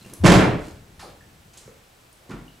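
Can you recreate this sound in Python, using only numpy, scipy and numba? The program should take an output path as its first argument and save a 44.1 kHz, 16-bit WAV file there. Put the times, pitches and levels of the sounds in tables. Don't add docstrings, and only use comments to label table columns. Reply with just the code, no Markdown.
import sys
import numpy as np
from scipy import signal
from scipy.fft import rfft, irfft
from scipy.io import wavfile
from scipy.ndimage import uniform_filter1d
from numba import njit

SR = 44100
rng = np.random.default_rng(int(sys.argv[2]) if len(sys.argv) > 2 else 0)


def attenuation_scalar(level_db):
    decades = np.asarray(level_db, float) / 20
    return 10 ** decades


def log_audio(samples):
    frames = np.atleast_2d(samples).T
    limited = np.clip(frames, -1, 1)
    pcm = np.round(limited * 32767).astype(np.int16)
    wavfile.write(sys.argv[1], SR, pcm)


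N = 114660
T = np.arange(N) / SR


def unit(x):
    return x / np.sqrt(np.mean(x ** 2))


def conv(a, b):
    return signal.fftconvolve(a, b)[:N]


def curve(table, hz):
    table = np.array(table, float)
    return np.interp(np.log(np.maximum(hz, 1)), np.log(table[:, 0]), table[:, 1])


def noise():
    return rng.standard_normal(N)


def colour(x, table):
    gain = attenuation_scalar(curve(table, np.fft.rfftfreq(N, 1 / SR)))
    return unit(irfft(rfft(x) * gain, N))


def band(x, hz, width):
    return signal.lfilter(*signal.iirpeak(hz, hz / min(width, .4 * SR), SR), x)


def noise_band(hz, width):
    return band(band(noise(), hz, width), hz, width)


def high(x, hz):
    return signal.sosfilt(signal.butter(2, hz, "high", fs=SR, output="sos"), x)


def fade(start, t60, rise=0.0001):
    age = np.maximum(T - start, 0)
    return (1 - np.exp(-age / rise)) * 10 ** (-3 * age / t60)


def swell(start, hz, db, t60, rise):
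    return attenuation_scalar(db) * np.sin(2 * np.pi * hz * (T - start)) * fade(start, t60, rise)


def mode(k, age, hz, db, t60):
    return (-1) ** k * attenuation_scalar(db) * np.sin(2 * np.pi * hz * age) * 10 ** (-3 * age / t60)


def struck(blows, modes):
    out, age = np.zeros(N), T[:SR // 2]
    scatter = np.clip(rng.standard_normal((len(blows), len(modes))), -1, 1)
    for (start, db, contact), row in zip(blows, scatter):
        ring = sum(mode(k, age, hz, g + r, t60) for k, ((hz, g, t60), r) in enumerate(zip(modes, row)))
        push = np.sin(np.pi * np.clip(age[:800] / max(contact, 1e-4), 0, 1))
        first = int(start * SR)
        hit = attenuation_scalar(db) * signal.fftconvolve(ring, push / push.sum())[:N - first]
        out[first:first + len(hit)] += hit
    body_low_hz = 80
    return high(high(out, body_low_hz), body_low_hz)


# frequency in Hz, level in dB per Hz.
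ROOM_TONE = [(15, -12), (25, -13), (108, -9), (840, -11.5), (911, -13.5), (1610, -15), (1840, -16),
             (2690, -16), (16000, -27)]
# frequency in Hz, level in dB.
ROOM_TONE_SIDE = [(60, -22), (110, -41), (200, -8.5), (380, -3), (700, -2), (1290, 0.5), (2380, -2.5),
                  (4400, -5), (8120, -3.5), (15000, -1)]
# frequency in Hz, level in dB.
HUM = [
    (123.8, -69.5),
    (7870, -75.5),
]
ROOM_TONE_DB = -56.5


def floor():
    mid = colour(noise(), ROOM_TONE)
    side_gain = attenuation_scalar(curve(ROOM_TONE_SIDE, np.fft.rfftfreq(N, 1 / SR)))
    side = irfft(rfft(colour(noise(), ROOM_TONE)) * side_gain, N)
    hum = sum(attenuation_scalar(db) * unit(band(noise(), hz, hz / 150)) for hz, db in HUM)
    return attenuation_scalar(ROOM_TONE_DB) * (mid + side * np.array([[1], [-1]])) + hum


# frequency in Hz, t60 in seconds, side against mid in dB.
GARAGE = [(40.3, 0.23, 2.5), (119, 0.49, -21), (246, 0.5, -11), (513, 0.58, -9), (1000, 0.46, -3.5),
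          (2140, 0.5, -8.5), (6000, 0.34, -3.5), (11800, 0.4, -4)]
WET_DB, BUILD_S, WET_LOW_HZ = -0.5, 0.0047, 203


def garage(x):
    table = np.array(GARAGE)
    hz, age, echoes = signal.stft(rng.standard_normal((2, SR)), SR, nperseg=512)
    echoes = echoes * 10 ** (-3 * age / curve(table[:, :2], hz)[:, None])
    echoes[1] *= attenuation_scalar(curve(table[:, ::2], hz))[:, None]
    build = 1 - np.exp(-T[:SR] / BUILD_S)
    mid, side = signal.istft(echoes, SR, nperseg=512)[1][:, :SR] * build
    norm = attenuation_scalar(WET_DB) / np.sqrt(np.sum(mid ** 2))
    sent = 0.055 * x + high(x, WET_LOW_HZ)
    return np.array([conv(sent, (mid + side) * norm), conv(sent, (mid - side) * norm)])


# time in seconds, level in dB.
SWAY = [
    (0, -65),
    (.6, -40),
    (.9, -50),
    (1.3, -54.5),
    (1.7, -56.5),
    (2.0, -65),
    (2.35, -61),
    (2.6, -60),
]
SWAY_HZ, SWAY_WIDTH_HZ = 65, 153


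def sway():
    return unit(noise_band(SWAY_HZ, SWAY_WIDTH_HZ)) * attenuation_scalar(np.interp(T, *np.array(SWAY).T))


# start in seconds, frequency in Hz, level in dB, t60 in seconds, rise in seconds.
BOOMS = [
    (.255, 37.8, -8, 0.46, 0.041),
    (0.37, 38, -29, 0.83, 0.043),
    (0.2, 87, -11, 0.87, 0.048),
    (0.27, 300, -17.5, 0.28, 0.037),
    (2.33, 44, -36, 0.53, 0.018),
]


def boom():
    return sum(swell(*row) for row in BOOMS)


# start in seconds, level in dB, contact time in seconds.
KNOCKS = [(.06, -47, 0.003), (.095, -36, 0.0048), (.118, -37, 0.0021), (.15, -42, 0.011),
          (.19, -27, 0.0071), (.868, -53, 0.0054), (1.27, -45.5, 0.0013), (1.655, -36, 0.0039),
          (1.678, -38, 0.0044), (2.2925, -28, 0.0019), (2.3035, -26, 0.0016), (2.316, -38, 0.0025),
          (2.336, -24.5, 0.0021), (2.357, -44, 0.0013), (2.41, -31, 0.0024), (2.422, -45, 0.0042),
          (2.435, -41, 0.0041)]
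# frequency in Hz, level in dB, t60 in seconds.
TRIM = [(104, -10, 0.1), (153.6, 1.5, 0.036), (200, 0.5, 0.061), (233, 6, 0.027), (300, -4, 0.065),
        (367, -2, 0.022), (594, -16.5, 0.043), (1023, -9, 0.038)]


def knocks():
    return struck(KNOCKS, TRIM)


# start in seconds, level in dB, centre in Hz, width in Hz, t60 in seconds.
CLICKS = [(0.013, -48, 4080, 200, 0.033), (0.047, -36.5, 2807, 200, 0.018),
          (0.1359, -31, 8500, 6900, 0.018), (0.995, -36.5, 730, 200, 0.028),
          (0.993, -44.5, 3030, 6000, 0.3), (0.994, -42.5, 1260, 1230, 0.11), (1.026, -33, 763, 200, 0.047),
          (1.043, -41.5, 550, 150, 0.045), (1.013, -40, 1170, 500, 0.067), (1.046, -52, 4260, 1500, 0.13),
          (1.012, -50, 4400, 1500, 0.055), (1.101, -50, 3000, 4000, .05), (1.206, -49, 1740, 121, 0.081),
          (1.534, -50.5, 6000, 6000, 0.079), (1.574, -44, 7200, 4200, 0.11), (1.578, -51, 3900, 2030, 0.14),
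          (1.677, -31.5, 454, 300, 0.029), (2.127, -50.5, 8480, 4000, 0.039),
          (2.293, -45, 2514, 5040, 0.038), (2.299, -33, 1000, 590, .03), (2.308, -36.5, 1200, 1560, 0.11),
          (2.3068, -46, 6000, 4030, 0.024), (2.316, -44.5, 1680, 1490, 0.054),
          (2.317, -51, 6600, 3000, 0.029), (2.367, -48, 900, 1500, 0.027), (2.342, -46, 880, 1460, 0.14),
          (2.3866, -45.5, 1500, 1780, 0.03), (2.479, -48, 2880, 200, 0.028)]
CLICK_RISE_CYCLES = 2.84


def clicks():
    out = np.zeros(N)
    for start, db, hz, width, t60 in CLICKS:
        out += attenuation_scalar(db) * unit(noise_band(hz, width)) * fade(start, t60, CLICK_RISE_CYCLES / hz)
    return out


# middle in seconds, length in seconds, level in dB, centre in Hz, width in Hz.
SCUFFS = [(0.031, 0.45, -58, 4200, 10000), (0.18, 0.37, -58.5, 840, 1170), (0.651, 0.13, -54, 4200, 7300),
          (1.02, 0.066, -58.5, 10200, 1400), (1.042, 0.094, -51, 1150, 450), (0.77, 0.034, -68, 3450, 2100),
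          (0.76, 0.077, -70, 7000, 4400), (1.643, 0.11, -60, 6500, 2300), (1.671, 0.062, -57.5, 1260, 1900),
          (1.5, 0.096, -76, 8600, 230), (1.057, 0.1, -48.5, 375, 350), (1.587, 0.15, -57.5, 820, 6800),
          (2.324, 0.15, -51, 500, 480), (0.13, 0.36, -50, 162, 155)]
SCUFF_GRAIN_DB = 5.5


def scuffs():
    out = np.zeros(N)
    for middle, length, db, hz, width in SCUFFS:
        grain = attenuation_scalar(SCUFF_GRAIN_DB * unit(uniform_filter1d(noise(), size=90)))
        rub = unit(noise_band(hz, width) * grain)
        out += attenuation_scalar(db) * rub * np.exp(-((T - middle) / (length / 2)) ** 2)
    return out


# frequency in Hz, level in dB per Hz.
METAL = [(180, -23), (300, 0), (600, -1.5), (892, -2.5), (1250, -7), (1900, -8), (4200, -15.5),
         (7500, -18.5), (12000, -31.5), (15500, -52.5)]
RATTLE_DB, RATTLE_T60_S, RATTLE_PER_S, RATTLE_SPREAD_DB, RATTLE_DARK_HZ = -1.5, 0.49, 3100, 3.5, 3110


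def rattle():
    grains = (rng.random(N) < RATTLE_PER_S / SR) * attenuation_scalar(RATTLE_SPREAD_DB * rng.exponential(size=N))
    chatter = conv(grains, np.exp(-T[:400] / 0.0022))
    chatter = unit(chatter * colour(noise(), METAL))
    chatter = signal.lfilter(*signal.butter(2, RATTLE_DARK_HZ, fs=SR), chatter)
    return attenuation_scalar(RATTLE_DB) * chatter * fade(CRACKS[1][0], RATTLE_T60_S, 0.06)


# start in seconds, level in dB.
CRACKS = [(0.2365, -20.5), (0.2435, -16), (0.252, -9.5), (0.2583, -2), (0.264, -6), (0.277, -9.5),
          (0.297, -5.5), (0.3177, -3), (0.336, -11.5), (.35, -15), (0.362, -15.5), (0.377, -17)]
CRACK_T60_S, CRACK_RISE_S = 0.05, 0.0031


def cracks():
    bursts = sum(attenuation_scalar(db) * fade(start, CRACK_T60_S, CRACK_RISE_S) for start, db in CRACKS)
    return bursts * colour(noise(), METAL)


# start in seconds, frequency in Hz, level in dB, t60 in seconds.
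DRUMS = [(0.2357, 179.7, 2, .17), (0.242, 117.9, -6, 0.25), (0.267, 200, -4.5, 0.068), (.286, 175, 4, 0.16),
         (0.315, 200, -1.5, .15), (.351, 189.3, 0.5, 0.17), (0.351, 119.4, -2, 0.15), (.424, 189, -9, 0.13),
         (0.466, 121.4, -13.5, 0.26), (.47, 214, -12.5, .15), (.535, 170.5, -17.5, 0.21)]
DRUM_RISE_S = .009


def drum():
    return sum(swell(*row, DRUM_RISE_S) for row in DRUMS)


# frequency in Hz, level in dB, t60 in seconds.
DOOR = [(108.4, -9, .25), (94.8, -16, 0.26), (137.4, -13.5, 0.21), (147, 0.5, 0.13), (179, -12.5, 0.092),
        (219.5, -9, .12), (253, -5.5, 0.11), (300, -3.5, 0.099), (340.7, -6.5, 0.074), (395.5, -6, 0.068),
        (468, -10.5, 0.079), (550, -10.5, 0.0416), (665, -11.5, 0.052), (774, -11.5, 0.033)]
SHUDDER_DB, SHUDDER_T60_S, SHUDDER_RISE_S, SHUDDER_PER_S, SHUDDER_RING = 4, 0.46, 0.015, 230, 0.34


def shudder():
    slaps = (rng.random(N) < SHUDDER_PER_S / SR) * noise()
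    age = T[:SR // 4]
    ring = sum(mode(k, age, hz, db, min(t60, .12) * SHUDDER_RING)
               for k, (hz, db, t60) in enumerate(DOOR[5:]))
    return attenuation_scalar(SHUDDER_DB) * unit(conv(slaps, ring)) * fade(BLOWS[2][0], SHUDDER_T60_S, SHUDDER_RISE_S)


# start in seconds, level in dB, contact time in seconds.
BLOWS = [
    (.2305, -13.5, 0.00057),
    (.2355, -10.5, 0.0016),
    (.2412, 2.5, 0.003),
    (.259, -7.5, 0.0012),
    (.2905, -3.5, 0.0012),
    (.3305, -1, 0.0014),
    (.3605, 0.5, 0.0016),
    (.4055, -8, 0.0021),
    (.476, -14.5, 0.0015),
    (.54, -14.5, 0.0033),
]
DOOR_DB = -8.5


def shell():
    return attenuation_scalar(DOOR_DB) * (struck(BLOWS, DOOR) + shudder())


PAN_DB, BODY_SIDE_DB, BODY_LAG_S = -7, -14.5, 0.0024
METAL_DB, METAL_WET_DB, SEAT_WET_DB = 0.5, -3.5, -2


def scene():
    seat = knocks() + clicks() + scuffs()
    thump = shell()
    metal = attenuation_scalar(METAL_DB) * (cracks() + rattle())
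    skin = thump + drum()
    door = skin + metal
    pan = attenuation_scalar(np.array([[PAN_DB], [-PAN_DB]]) / 2)
    wall = attenuation_scalar(BODY_SIDE_DB) * np.interp(T - BODY_LAG_S, T, skin) * np.array([[1], [-1]])
    direct = door + high(door, 320) * (pan - 1) + wall + seat * pan ** 0.14
    wet = garage(thump + attenuation_scalar(SEAT_WET_DB) * seat) + garage(attenuation_scalar(METAL_WET_DB) * metal)
    lows = (boom() + sway()) * attenuation_scalar(np.array([[1.1], [-1.1]]))
    return direct + wet + lows + floor()


@njit
def limiter(peak, top, attack, release, slope):
    gain, envelope = np.ones(len(peak)), 0.
    for i in range(len(peak)):
        envelope += (peak[i] - envelope) * (attack if peak[i] > envelope else release)
        if envelope > top:
            gain[i] = (top / envelope) ** slope
    return gain


def low_pass(x):
    return signal.sosfilt(signal.butter(12, 15550, fs=SR, output="sos"), x)


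CEILING, RATIO, ATTACK_S, RELEASE_S = .72, 6, .0015, .045
TOP_HZ, SIDE_TOP_HZ = 15750, 9000


def record(dry):
    peak = np.abs(dry).max(axis=0)
    gain = limiter(peak, 1. * CEILING, 1 / (ATTACK_S * SR), 1 / (RELEASE_S * SR), 1 - 1 / RATIO)
    left, right = np.tanh(dry * gain)
    mid = signal.sosfiltfilt(signal.ellip(6, .1, 40, TOP_HZ, fs=SR, output="sos"), left + right) / 2
    side = signal.sosfiltfilt(signal.butter(1, SIDE_TOP_HZ, fs=SR, output="sos"), left - right) / 2
    return low_pass(np.array([mid + side, mid - side]))


dry = scene()
out = record(dry)
log_audio(out)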